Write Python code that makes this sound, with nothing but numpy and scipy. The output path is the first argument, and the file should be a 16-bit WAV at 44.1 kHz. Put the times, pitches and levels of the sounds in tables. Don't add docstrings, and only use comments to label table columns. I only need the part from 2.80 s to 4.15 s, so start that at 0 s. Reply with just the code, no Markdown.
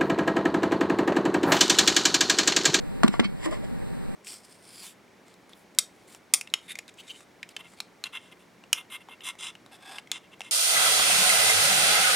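import sys
import numpy as np
from scipy import signal
from scipy.fft import rfft, irfft
from scipy.io import wavfile
from scipy.ndimage import uniform_filter1d

SR = 44100
rng = np.random.default_rng(int(sys.argv[2]) if len(sys.argv) > 2 else 0)


def digitize_waveform(pressure):
    field = np.atleast_2d(pressure).T
    bounded = np.clip(field, -1, 1)
    quanta = np.round(bounded * 32767).astype(np.int16)
    wavfile.write(sys.argv[1], SR, quanta)


N = 59535

# (frequency [Hz], relative density [dB])
ROOM_COMMON_SPECTRUM = [(25, -1), (50, -3), (85, -11), (130, -8), (220, -14), (330, -22.5), (500, -24),
                        (750, -28), (1200, -31), (1900, -31), (3000, -38.5), (4100, -38.5), (5500, -50.5),
                        (7000, -47), (8200, -41.5), (10000, -47), (15000, -51)]
ROOM_ANTIPHASE_SPECTRUM = [(25, 1.5), (50, -3), (85, -11), (130, -0.5), (220, 0.5), (330, -9.5), (500, -8),
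                           (750, -21.5), (1200, -23), (1900, -26), (3000, -35), (4100, -35.5),
                           (5500, -43.5), (7000, -43.5), (8200, -37.5), (10000, -42), (15000, -45)]
# (frequency [Hz], level [dB])
HUM_TONES = [(576, -59), (781, -56.5), (931, -60.5), (1168, -66.5)]
# (time [s], frequency [Hz])
WHISTLE_CONTOUR = [(0.969, 8500), (1.021, 8520), (1.09, 8080), (1.161, 8650), (1.271, 8100), (1.35, 8330)]

# (time [s], contact level [dB], contact frequency [Hz], contact decay [s],
# wood ring level [dB], thump level [dB], thump pitch [ratio], crack level [dB], crack rise [s],
# crack fall [s], crack tilt [dB/octave])
IMPACTS = [(0.2333, -0.5, 1820, 0.00077, -24, -5, 1.0, -21.5, 0.00086, 0.0034, 4),
           (0.2635, -18.5, 1500, 0.00066, -62, -41, 2.5, -44, 0.0011, 0.0065, 8),
           (0.2785, -10.5, 1170, 0.00077, -48, -15, 0.964, -19.5, 0.0028, 0.0025, 1),
           (0.3402, -11, 1240, 0.0014, -34, -52, 1.3, -40, .001, 0.0058, -2),
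           (0.3947, -4, 900, .0036, -35.5, -10, 1.05, -16, 0.0036, 0.0047, -2),
           (0.4288, -17.5, 1090, 0.00092, -40, -36, 1.0, -50, 0.0023, .004, -4),
           (0.4430, -45, 700, .001, -40, -16.5, 0.922, -28, 0.0012, 0.006, 0)]
# (frequency [Hz], relative level [dB], T60 [s])
WOOD_RING_MODES = [(610, 7, 0.042), (717, -4.5, 0.057), (971, -2.5, 0.12), (1113, 0.5, 0.079),
                   (1174, 8, 0.049), (1399, -8, 0.2), (1520, -15, 0.17), (1640, -23, 0.098),
                   (1992, 1.5, 0.023), (2210, -12.5, 0.2), (3030, -15, .03), (4150, -13, 0.083)]
BENDING_MODES = [(119, -13.5, 0.11), (215.3, 6.5, 0.081), (248, 3, 0.029), (336, -3.5, 0.06),
                 (436, -15, 0.053)]
# (frequency [Hz], relative density [dB])
CRACK_SPECTRUM = [(500, 4.5), (1500, 4.5), (2400, 7), (3300, 8), (4200, 0.5), (5500, -5.5), (8000, -4.5),
                  (11000, -16), (15500, -33)]

# (peak time [s], rise [s], fall [s], level [dB], tilt [dB/octave])
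SLIDES = [(0.245, 0.003, 0.0079, -30, -4), (0.337, 0.017, 0.029, -37, -2.5), (0.648, 0.037, 0.02, -38, -2),
          (0.66, 0.019, 0.0054, -30.5, 0.5), (0.672, 0.024, 0.015, -32, -9.5),
          (0.711, .001, 0.0088, -41.5, 2.5), (0.729, 0.014, 0.027, -35.5, -3),
          (0.845, 0.012, .014, -45, -1)]
# (frequency [Hz], relative density [dB])
FRICTION_SPECTRUM = [(400, -16.5), (1000, 3), (1450, -6), (1950, 7.5), (2600, -1), (3250, 5.5), (4000, -8),
                     (5100, -1.5), (5700, -9.5), (6800, -8), (7700, 4.5), (8800, -11.5), (10000, -3),
                     (12000, -23), (15500, -19.5)]
# (frequency [Hz], relative level [dB], T60 [s])
PIECE_MODES = [(1810, -4, .02), (2215, 0, 0.074), (2510, -3.5, 0.05), (3080, 3, 0.026), (3250, 6, 0.017),
               (3910, 0, 0.013), (4428, -2, 0.034), (5050, -6, .015), (5560, -9, .01), (7550, -11, .006)]
# (time [s], length [s], start frequency [Hz], end frequency [Hz], level [dB])
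STICK_SLIP_TONES = [(0.653, 0.027, 317, 328, -22.5), (0.669, .014, 329, 321, -20.5),
                    (0.686, 0.017, 323, 317, -23), (0.717, 0.019, 575, 707, -29.5),
                    (0.820, 0.029, 593, 597, -37.5)]
# (time [s], push level [dB], push length [s], rubbing level [dB], rubbing length [s],
# tilt [dB/octave])
SETTLING_BUMPS = [(0.658, -28, 0.00035, -33, 0.019, 3), (0.718, -32, 0.0009, -32, 0.019, 2.5)]
# (frequency [Hz], relative level [dB], T60 [s])
HOLLOW_BODY_MODES = [(318, -1, 0.054), (380, 6, 0.02), (518, 0.5, 0.033), (602, 0, 0.093),
                     (680, -1.5, 0.013), (1028, -4.5, 0.049), (1203, -11.5, 0.053), (1930, -16, 0.015)]

# (frequency [Hz], relative density [dB])
REVERB_SPECTRUM = [(150, 4), (400, 3), (1200, -4.5), (3000, 3), (8000, -0.5), (15000, -1)]
# (frequency [Hz], gain [dB])
CROSS_PORT_GAIN = [(500, -0.8), (3000, -5), (6400, -2.5), (10000, -16.5)]


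def undb(db):
    return 10 ** (np.asarray(db) / 20)


def since(start):
    return np.maximum(np.arange(N) / SR - start, 0)


def unit(x):
    return x / np.sqrt(np.mean(x ** 2))


def delay(x, lag):
    hz = np.fft.rfftfreq(2 * N, 1 / SR)
    return irfft(rfft(x, 2 * N) * np.exp(-2j * np.pi * hz * lag))[..., :N]


def convolve(x, response):
    return signal.fftconvolve(x, response, axes=-1)[..., :N]


def colour(x, points, tilt_db=0):
    hz, db = np.array(points, float).T
    octave = np.log2(np.maximum(np.fft.rfftfreq(N, 1 / SR), 1))
    shape_db = np.interp(octave, np.log2(hz), db + tilt_db * np.log2(hz))
    return unit(irfft(rfft(x) * undb(shape_db), N))


def swell(peak, rise, fall):
    t = np.arange(N) / SR - peak
    return np.exp(-np.where(t < 0, -t / max(rise, 1e-4), t / max(fall, 1e-4)))


def gate(start, end, edge_s):
    return np.minimum(since(start) / edge_s, 1) * np.exp(-since(end) / edge_s)


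def waver(span_s):
    size = max(int(span_s * SR), 1)
    return unit(uniform_filter1d(uniform_filter1d(rng.standard_normal(N), size), size))


def ring(modes, t, pitch=1, tilt_db=0, scatter_hz=0):
    out = np.zeros(N)
    for k, (hz, db, t60) in enumerate(modes):
        amplitude = (-1) ** k * undb(db + tilt_db * np.log2(hz / modes[0][0]))
        mode_hz = hz * pitch + scatter_hz * rng.standard_normal()
        out += amplitude * np.exp(-np.log(1000) * t / t60) * np.sin(2 * np.pi * mode_hz * t)
    return out


def room_tone():
    common = undb(-38.5) * colour(rng.standard_normal(N), ROOM_COMMON_SPECTRUM)
    antiphase = undb(-36.5) * colour(rng.standard_normal(N), ROOM_ANTIPHASE_SPECTRUM)
    for hz, db in HUM_TONES:
        hum_hz = hz + 2.7 * waver(span_s=0.03)
        common += undb(db) * np.sin(2 * np.pi * np.cumsum(hum_hz) / SR)
    times, contour_hz = np.array(WHISTLE_CONTOUR).T
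    whistle_hz = np.interp(since(0), times, contour_hz) + 29.7 * waver(span_s=0.058)
    whistle = np.sin(2 * np.pi * np.cumsum(whistle_hz) / SR)
    common += undb(-64.5) * whistle * gate(times[0], N / SR, edge_s=0.027)
    return np.array([common + antiphase, common - antiphase])


def knocks():
    thump_delay_s, thump_rise_s = 0.0055, 0.0022
    sag_cycles = 0.7
    strike, thump = np.zeros(N), np.zeros(N)
    for start, db, hz, decay, wood_db, thump_db, pitch, crack_db, rise, fall, tilt_db in IMPACTS:
        t, late = since(start), since(start + thump_delay_s)
        cycles = sag_cycles * np.log1p(hz * t / sag_cycles)
        strike -= undb(db) * np.sin(2 * np.pi * cycles) * np.exp(-t / decay)
        strike += undb(wood_db) * ring(WOOD_RING_MODES, t, scatter_hz=7.3)
        crack = colour(rng.standard_normal(N), CRACK_SPECTRUM, tilt_db)
        strike += undb(crack_db) * crack * swell(start + rise, rise / 2, fall) * (t > 0)
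        thump -= undb(thump_db) * ring(BENDING_MODES, late, pitch) * (1 - np.exp(-late / thump_rise_s))
    far = -undb(-6) * delay(strike, 0.0003015)
    return np.array([far, strike + thump])


def scuffs():
    grit_spread_db, grits_per_s = 1.5, 2400
    port_db = [[-5], [-1.5]]
    grit_index = (since(0) * grits_per_s).astype(int)
    out = np.zeros((2, N))
    for peak, rise, fall, db, tilt_db in SLIDES:
        grit = undb(grit_spread_db * rng.standard_normal(N))[grit_index]
        friction = colour(grit * rng.standard_normal((2, N)), FRICTION_SPECTRUM, tilt_db)
        out += undb(db) * swell(peak, rise, fall) * friction
    return out * undb(port_db)


def rattle():
    clicks_per_s = 420
    hits = rng.random(N) < clicks_per_s / SR
    clicks = hits * rng.choice([-1, 1], N) * rng.uniform(0.62, 1, N)
    body = ring(PIECE_MODES, since(0))
    burst = clicks * gate(start=0.433, end=0.461, edge_s=0.0027)
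    chatter = convolve(burst, body) / np.std(convolve(clicks, body))
    return np.array([np.zeros(N), undb(-31) * chatter])


def groans():
    edge_s, overtone_db, jitter = 0.0081, -28, 0.037
    far = np.zeros(N)
    for start, length, from_hz, to_hz, db in STICK_SLIP_TONES:
        t = since(start)
        hz = np.interp(t, [0, length], [from_hz, to_hz]) * (1 + jitter * waver(span_s=0.002))
        phase = 2 * np.pi * np.cumsum(hz * (t > 0)) / SR
        tone = np.sin(phase) + undb(overtone_db) * np.sin(2 * phase)
        far += undb(db) * tone * gate(start, start + length - edge_s, edge_s)
    return np.array([far, np.zeros(N)])


def bumps():
    out = np.zeros((2, N))
    for start, db, push_s, rub_db, rub_s, tilt_db in SETTLING_BUMPS:
        body = ring(HOLLOW_BODY_MODES, since(0), tilt_db=tilt_db)
        push = np.sin(np.pi * np.minimum(since(start) / push_s, 1))
        out[0] += undb(db) * convolve(push / push.sum(), body)
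        rubbing = unit(convolve(rng.standard_normal((2, N)), body[None]))
        out += undb(rub_db) * swell(start + rub_s / 2, rub_s / 2, 1.2 * rub_s) * rubbing
    return out


def reverberation(x):
    delay_s, t60_s = 0.0082, 0.17
    t = since(delay_s)
    diffuse = colour(rng.standard_normal((2, N)), REVERB_SPECTRUM)
    tail = diffuse * np.exp(-np.log(1000) * t / t60_s) * (t > 0)
    return undb(-14.5) * convolve(x.sum(0)[None], tail / np.sqrt(np.sum(tail ** 2)))


def scene():
    direct = knocks() + rattle() + scuffs() + groans() + bumps()
    return direct + reverberation(direct) + room_tone()


def record(dry):
    port_lag_s, cutoff_hz = 0.000312, 15800
    threshold_db, duck_slope, smoothing_s, recovery_db_per_s = -11.5, 0.48, 0.12, 15.5
    hz, db = np.array(CROSS_PORT_GAIN).T
    cross_gain = undb(np.interp(np.log(np.fft.rfftfreq(N, 1 / SR) + 1), np.log(hz), db))
    opposite = irfft(rfft(dry[::-1]) * cross_gain, N)
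    stereo = dry - delay(opposite, port_lag_s)
    peak_db = 20 * np.log10(np.abs(stereo).max(0) + 1e-9)
    reduction_db = duck_slope * np.maximum(peak_db - threshold_db, 0)
    recovery_db = recovery_db_per_s * since(0)
    held_db = np.maximum.accumulate(reduction_db + recovery_db) - recovery_db
    pole = np.exp(-1 / (smoothing_s * SR))
    duck_db = signal.lfilter([1 - pole], [1, -pole], held_db)
    low_pass = signal.ellip(10, 0.2, 80, cutoff_hz, fs=SR, output="sos")
    return signal.sosfilt(low_pass, stereo * undb(-duck_db))


dry = scene()
out = record(dry)
digitize_waveform(out)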